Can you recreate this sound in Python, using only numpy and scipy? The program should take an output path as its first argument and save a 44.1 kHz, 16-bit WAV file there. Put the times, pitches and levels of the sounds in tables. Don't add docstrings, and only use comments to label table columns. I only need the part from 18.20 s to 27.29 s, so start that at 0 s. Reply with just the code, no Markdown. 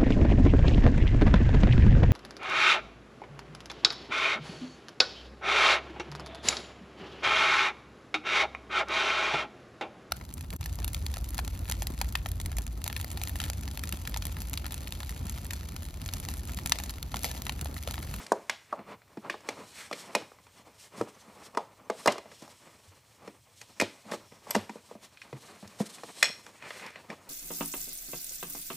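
import sys
import numpy as np
from scipy import signal
from scipy.fft import rfft, irfft
from scipy.io import wavfile
from scipy.ndimage import uniform_filter1d

SR = 44100
rng = np.random.default_rng(int(sys.argv[2]) if len(sys.argv) > 2 else 0)


def int16_out(signal):
    q = np.round(np.clip(np.atleast_2d(signal).T, -1, 1) * 32767)
    wavfile.write(sys.argv[1], SR, q.astype(np.int16))


N = 400869


def from_db(db):
    return 10 ** (np.asarray(db) / 20)


def rms_one(x):
    return x / np.sqrt(np.mean(x ** 2) + 1e-20)


def add(out, start_s, sound):
    out[round(start_s * SR):][:len(sound)] += sound


def band(x, low_hz, high_hz):
    return signal.sosfilt(signal.butter(2, [low_hz, high_hz], "band", fs=SR, output="sos"), x)


def coloured(x, spectrum):
    hz, db = np.transpose(spectrum)
    bin_hz = np.maximum(np.arange(len(x) // 2 + 1) * SR / len(x), 1)
    gain = from_db(np.interp(np.log(bin_hz), np.log(hz), db))
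    return rms_one(irfft(rfft(x) * gain, len(x)))


def drift(rate_hz):
    knots = rng.standard_normal(int(N / SR * 60))
    return np.interp(np.arange(N) / SR * rate_hz, np.arange(len(knots)), knots)


def grit(size, roughness_db):
    return from_db(roughness_db * np.minimum(rng.exponential(1, size), 4)) * rng.standard_normal(size)


def ring(modes, t, extra_db=0, damping_t60=9):
    hz, db, t60 = np.transpose(modes)[:, :, None]
    fall = np.log(1000) * (1 / t60 + 1 / damping_t60)
    return np.sum(from_db(db + extra_db) * np.exp(-fall * t) * np.sin(2 * np.pi * hz * t), axis=0)


def octaves(modes, above_hz=4000):
    return np.log2(np.array(modes)[:, :1] / above_hz)


# frequency in Hz, relative level in dB.
ROOM_EQ = [(15, -50), (25, -2), (108, 23.5), (394, -19), (575, -9), (1700, -47), (2160, 3), (3250, -14),
           (6210, -18.5), (14800, -4.5), (16000, 7)]


def room_tone():
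    return from_db(-62.5 + 1.2 * drift(8.6)) * coloured(rng.standard_normal(N), ROOM_EQ)


# frequency in Hz, relative level in dB.
SIDE_EQ = [(15, 10), (25, -8), (326, -5), (2280, -16.5), (3160, -16.5), (14400, -3), (16000, -31)]


def side_hiss(mid):
    lift = 1 + 10 * uniform_filter1d(np.abs(mid), size=1024)
    return from_db(-78) * coloured(rng.standard_normal(N), SIDE_EQ) * lift


# frequency in Hz, level in dB, t60 in seconds.
KEY_MODES = [(1700, -14, .1), (1870, -4, .16), (2051, -3, .22), (2177, -5, .16), (2347, -2, .17),
             (2477, -3, .24), (2806, -4, .13), (3405, -5, .28), (4152, -5, .35), (4328, -12, .35),
             (5319, -4, .33), (5547, -7, .45), (6700, -10, .3), (7787, -5, .2), (8400, -12, .22),
             (11650, -20, .12)]


def key_singing():
    t, friction = np.arange(SR // 16) / SR, grit(N, 2.5)
    out = np.zeros(N)
    for mode in KEY_MODES[7:15]:
        voice = signal.oaconvolve(friction, ring([mode], t, damping_t60=0.005))[:N]
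        out += from_db(5 * drift(7)) * rms_one(voice)
    return rms_one(out)


def swell(start_s, ms):
    t, edge = np.arange(N) / SR, 0.3 * ms / 1000
    rise, fall = t - start_s + edge, start_s + ms / 1000 + edge - t
    return np.clip(np.minimum(rise, fall) / (2 * edge), 0, 1) ** 2


def rub_power(rumble_db, hiss_db):
    scrape_db = (rumble_db + hiss_db) / 2 - 3.5
    return from_db([rumble_db, scrape_db, hiss_db]) ** 2


# time in seconds, casing rumble in dB, cloth hiss in dB.
FIDGETING = [(0.0, -57, -63), (0.35, -65.5, -67.5), (0.81, -68.5, -74), (1.2, -61.5, -67), (1.8, -59, -59),
             (2.1, -64, -70), (2.6, -67, -67.5), (2.9, -58.5, -65.5), (3.87, -60.5, -74.5),
             (4.2, -64, -63.5), (5.34, -70.5, -70), (5.6, -64.5, -63.5), (6.28, -63.5, -66),
             (6.43, -58.5, -64), (6.86, -69.5, -67), (7.29, -59.5, -61.5), (7.95, -59.5, -58.5),
             (8.4, -59, -64.5), (9.09, -63, -68)]
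# start in seconds, length in ms, casing rumble in dB, cloth hiss in dB.
HAND_SWIPES = [(0, 49, -53.5, -52), (0.3, 53, -55.5, -81), (0.57, 51, -50.5, -91), (0.673, 68, -45.5, -65),
               (1.02, 95, -51, -68), (1.252, 82, -48, -59.5), (1.37, 105, -49.5, -62), (1.46, 82, -63, -57),
               (1.551, 112, -77, -52), (1.76, 79, -51.5, -51), (1.84, 48, -71, -55),
               (1.88, 130, -53.5, -61), (2.37, 51, -72, -61.5), (2.46, 56, -59, -73),
               (2.594, 76, -59, -52.5), (2.74, 96, -49.5, -58.5), (2.88, 31, -79, -60),
               (2.99, 34, -57, -63), (3.16, 64, -58, -71), (3.211, 68, -60.5, -55.5),
               (3.75, 160, -57, -55.5), (4.1, 170, -88, -61.5), (4.29, 37, -69, -59),
               (5.001, 95, -55.5, -66), (5.348, 100, -81.5, -60), (5.49, 26, -57.5, -70),
               (5.861, 94, -51, -61), (5.918, 39, -62, -47.5), (5.99, 73, -58, -71), (6.26, 160, -52, -56),
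               (6.7, 62, -63.5, -66), (6.82, 44, -63.5, -55), (7.2, 91, -57.5, -57.5),
               (7.592, 36, -47, -49), (7.656, 22, -54.5, -48.5), (7.691, 19, -61, -51),
               (7.73, 37, -74, -54), (7.849, 60, -51, -58), (7.97, 130, -62, -49.5), (8.09, 20, -54, -77),
               (8.46, 216, -49.5, -54.5), (8.894, 55, -47, -61)]
# start in seconds, length in ms, level in dB.
KEY_DRAGS = [(0.3, 360, -64), (0.681, 62, -55), (1.55, 130, -51), (8.42, 325, -49)]


def rub_pressure():
    times, *levels = np.transpose(FIDGETING)
    power = rub_power(*[np.interp(np.arange(N) / SR, times, db) for db in levels])
    for start_s, ms, rumble_db, hiss_db in HAND_SWIPES:
        power += rub_power(rumble_db, hiss_db)[:, None] * swell(start_s, ms)
    power[1] += sum(from_db(db) ** 2 * swell(start_s, ms) for start_s, ms, db in KEY_DRAGS)
    return np.sqrt(power)


# frequency in Hz, level in dB, t60 in seconds.
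THUD_MODES = [(167.5, -6.5, 0.72), (209.8, 13.5, 0.29), (245, -12.5, 0.2), (252, -10, 0.049),
              (307, -13, 0.072)]
CASING_MODES = [(358, -4.5, 0.3), (462, 4, 0.047), (494, 3.5, 0.35), (594, 8.5, 0.27), (669, 7, 0.13),
                (787, 4, 0.099), (858, 7, 0.14), (953, 9.5, 0.13), (1028, 7.5, 0.14), (1124, 10.5, 0.071),
                (1218, 7, 0.09), (1310, -4.5, 0.06)]
# frequency in Hz, relative level in dB.
CLOTH_EQ = [(1760, -22), (3000, -5), (3680, -7), (5220, -6), (8110, -6), (11900, -14), (16000, -23)]


def rubbing():
    rumble_gain, scrape_gain, hiss_gain = rub_pressure()
    t = np.arange(SR // 8) / SR
    slip = drift(40)
    casing = ring(THUD_MODES + CASING_MODES, t, damping_t60=0.013)
    key = ring(KEY_MODES[:9], t, -3 * octaves(KEY_MODES[:9]), damping_t60=0.007)
    rumble = band(signal.fftconvolve(grit(N, 3.2), casing)[:N], 130, 1400)
    scrape = band(signal.fftconvolve(grit(N, 4.5), key)[:N], 900, 6000)
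    hiss = coloured(grit(N, 1.4), CLOTH_EQ) + from_db(-3) * band(key_singing(), 3000, 10000)
    return (rumble_gain * from_db(4.5 * slip) * rms_one(rumble)
            + scrape_gain * from_db(3.2 * slip) * rms_one(scrape)
            + hiss_gain * from_db(2.2 * drift(45)) * hiss)


def struck_bodies(t, push, centre_hz):
    spot_db = rng.normal(0, 2.5, (40, 1))
    near_db = -7 * np.abs(octaves(CASING_MODES, centre_hz))
    grip_db = -8.5 * octaves(KEY_MODES[:14])
    thud = ring(THUD_MODES, t, spot_db[:len(THUD_MODES)], damping_t60=0.1)
    casing = ring(CASING_MODES, t, near_db + spot_db[:len(CASING_MODES)], damping_t60=0.07)
    key = ring(KEY_MODES[:14], t, grip_db + spot_db[-14:], damping_t60=0.04)
    bodies = [band(thud, 60, 330), band(casing, 380, min(2.2 * centre_hz, 1600)), band(key, 1100, 8000)]
    burst = grit(len(t), 2) * push
    return signal.fftconvolve(bodies, burst[None, :4096], axes=1)[:, :len(t)]


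# frequency in Hz, relative level in dB.
TICK_EQ = [(2350, -18.5), (4000, -9), (5280, -4.5), (8450, -12), (9890, -15.5), (11600, -19), (16000, -33)]
# level against the blow in dB, t60 in seconds.
METAL_WASH = [(-5, 0.17), (-17.5, 0.27), (-9.5, 0.26)]
# start in seconds, key peak in dB, body knock in dB, tick in dB, knock pitch in Hz.
KEY_HITS = [(0.064, -37.5, -71, -48.5, 1270), (0.1183, -61, -21, -39, 774),
            (0.2953, -15.5, -36, -36.5, 1150), (0.5255, -59, -30, -60, 970), (0.5891, -46.5, -43, -79, 340),
            (0.817, -49, -66, -83, 1300), (0.878, -53.5, -72, -78, 1300), (0.9697, -44, -38.5, -67.5, 320),
            (1.0972, -21, -38, -47.5, 626), (1.1403, -47, -42, -76, 710), (1.2044, -51, -59, -64, 600),
            (1.287, -22.5, -35, -40.5, 670), (1.711, -37, -37, -56, 620), (1.727, -26.5, -40.5, -46, 443),
            (1.9495, -16.5, -24.5, -31.5, 680), (2.0186, -46, -47.5, -74, 370),
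            (2.1164, -56, -55, -73, 700), (2.1856, -52.5, -62, -77, 1300), (2.2668, -50, -60, -71, 1270),
            (2.775, -50, -47, -61, 300), (2.8104, -36.5, -27.5, -51, 524), (3.0752, -70, -55, -78, 343),
            (3.3476, -41.5, -46.5, -60, 635), (3.3715, -30, -25.5, -44, 930),
            (3.6983, -30.5, -28.5, -47, 720), (3.8583, -29, -24, -36, 874),
            (3.8738, -43, -20.5, -30.5, 1230), (3.8778, -13.5, -22, -59, 487),
            (3.919, -53, -60, -40.5, 400), (3.9554, -78, -44, -72, 604), (3.98, -35.5, -41.5, -52, 600),
            (4.0557, -58, -51, -79, 510), (4.1155, -44, -56, -62, 473), (4.2206, -59, -45, -55.5, 320),
            (4.277, -64, -52.5, -62, 1050), (5.0751, -41.5, -42.5, -62, 454),
            (5.4128, -38, -58.5, -50.5, 1050), (5.5985, -16.5, -34.5, -32.5, 494),
            (5.6104, -15.5, -32, -35, 690), (5.6184, -33, -26.5, -40, 450), (5.852, -72, -50, -78, 304),
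            (5.913, -35, -38, -46.5, 322), (5.9192, -29.5, -38.5, -63, 1120), (5.935, -40, -35.5, -61, 476),
            (6.1194, -48, -48.5, -69, 330), (6.2684, -52, -46.5, -70, 483), (6.3081, -29, -42, -37.5, 910),
            (6.3469, -25, -32, -39.5, 354), (6.3504, -18.5, -27, -38, 940), (6.36, -43, -24, -41.5, 338),
            (6.493, -35.5, -39.5, -57, 395), (6.5547, -58, -44.5, -80, 397), (6.7104, -60, -44, -69, 486),
            (6.7514, -61, -45.5, -77, 357), (6.9715, -41, -75, -78, 780), (7.016, -33.5, -66, -83, 1000),
            (7.1269, -40, -41, -66, 417), (7.4245, -52, -43.5, -78, 288), (7.473, -54, -53, -55, 220),
            (7.6008, -38.5, -24, -60, 290), (7.7822, -43, -58, -74, 250), (7.8335, -37, -42, -57, 450),
            (8.0271, -6.5, -32, -25, 960), (8.2636, -38, -52, -57.5, 890), (8.423, -36, -53, -73, 1190),
            (8.5052, -29, -46, -66, 1200), (8.5957, -37, -54, -64, 1180), (8.641, -41, -49.5, -70, 1100),
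            (8.6622, -59, -58, -52, 1190), (8.703, -60, -56, -63, 1190), (8.757, -34, -51, -72, 990),
            (8.8926, -55, -43, -66, 220), (8.9011, -29, -46, -62, 1200)]


def key_hits():
    out, t = np.zeros(N + SR), np.arange(SR // 3) / SR
    attack = slice(SR // 70)
    thud_top_hz, casing_foot_hz, tick_t60 = 296, 428, 0.011
    wash_db, wash_t60 = np.transpose(METAL_WASH)[:, :, None]
    wash_envelope = from_db(wash_db - 60 * t / wash_t60) * np.clip(t / 0.00089, 0, 1)
    for start_s, key_db, body_db, tick_db, pitch_hz in KEY_HITS:
        thud_db = body_db - 13 * max(np.log2(pitch_hz / thud_top_hz), 0)
        casing_db = body_db - 14 * max(np.log2(casing_foot_hz / pitch_hz), 0)
        contact_s = 0.00447 * (600 / pitch_hz) ** 0.41
        centre_hz = max(pitch_hz, casing_foot_hz)
        push = t / contact_s * np.exp(-3 * t / contact_s)
        thud, casing, key = struck_bodies(t, push, centre_hz)
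        sizzle = coloured(grit(len(t), 3.6), TICK_EQ)
        tick = sizzle * signal.lfilter([1], [1, -from_db(-60 / SR / tick_t60)], push)
        clink = from_db(key_db) * key / np.abs(key).max()
        layers = (thud, thud_db), (casing, casing_db), (tick, tick_db)
        blow = clink + sum(from_db(db) * layer / np.std(layer[attack]) for layer, db in layers)
        noise = rng.standard_normal((2, len(t)))
        wash = [from_db(casing_db) * rms_one(band(noise[0], centre_hz * 0.5, centre_hz * 0.93)),
                from_db(tick_db) * sizzle,
                np.std(clink[attack]) * rms_one(band(noise[1], 1300, 4200))]
        add(out, start_s, blow + np.sum(wash * wash_envelope, axis=0))
    return out[:N]


# start in seconds, level in dB, pitch in Hz.
WEIGHT_SHIFTS = [(2.803, -37.5, 116), (3.867, -42, 123), (4.677, -47.5, 94), (5.623, -40.5, 106),
                 (6.382, -40.5, 101), (7.129, -35.5, 133), (7.449, -48, 98)]


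def thumps():
    out, t = np.zeros(N), np.arange(SR // 5) / SR
    envelope = np.e * t / 0.019 * np.exp(-t / 0.013)
    for start_s, db, hz in WEIGHT_SHIFTS:
        add(out, start_s, from_db(db) * envelope * np.sin(2 * np.pi * hz * t))
    return out


# start in seconds, length in ms, peak in dB.
GLOVE_SQUEAKS = [(2.94, 18, -58), (2.995, 39, -59), (3.575, 30, -72.5), (3.635, 37, -66.5)]


def glove_squeaks(pitch_hz=6140):
    out = np.zeros(N)
    for start_s, ms, db in GLOVE_SQUEAKS:
        t = np.arange(round(ms / 1000 * SR)) / SR
        waver = np.cumsum(rng.normal(0, 0.03, len(t)))
        add(out, start_s, from_db(db) * np.hanning(len(t)) * np.sin(2 * np.pi * pitch_hz * t + waver))
    return out


# start in seconds, level in dB, brightness in dB per octave, hand damping t60 in seconds.
KEY_SLIPS = [(6.307, -15, 40, 0.053), (8.0266, -9.5, 0, 2.3)]


def key_slips():
    out, t = np.zeros(N), np.arange(SR // 2) / SR
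    twin_modes = np.array(KEY_MODES) * [0.991, 1, 0.8]
    for start_s, db, brightness, hand_t60 in KEY_SLIPS:
        tilt_db = brightness * octaves(KEY_MODES)
        ping = ring(KEY_MODES, t, tilt_db, hand_t60) + 0.6 * ring(twin_modes, t, tilt_db, hand_t60)
        rattle_db = np.interp(t * 400, np.arange(210), rng.normal(0, 4, 210))
        add(out, start_s, from_db(db + rattle_db) * band(ping, 600, 15000) / np.abs(ping).max())
    return out


def garage_reverb(x, low_t60=0.4, treble_t60=0.51):
    t = np.arange(SR // 2) / SR
    white = rng.standard_normal(len(t))
    low = signal.sosfilt(signal.butter(1, 2500, fs=SR, output="sos"), white)
    tail = low * from_db(-60 * t / low_t60) + (white - low) * from_db(-60 * t / treble_t60)
    tail *= np.clip(t / 0.013, 0, 1)
    return signal.fftconvolve(x, tail / np.sqrt(np.sum(tail ** 2)))[:N]


def scene():
    low_cut = signal.butter(4, 154, "high", fs=SR, output="sos")
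    handling = key_hits() + key_slips() + rubbing() + glove_squeaks()
    work = signal.sosfilt(low_cut, handling) + thumps()
    mid = work + room_tone() + from_db(-18.5) * garage_reverb(work)
    side = side_hiss(mid)
    return np.array([mid + side, mid - side])


def record(dry):
    return signal.sosfilt(signal.cheby2(14, 60, 15900, fs=SR, output="sos"), dry)


dry = scene()
out = record(dry)
int16_out(out)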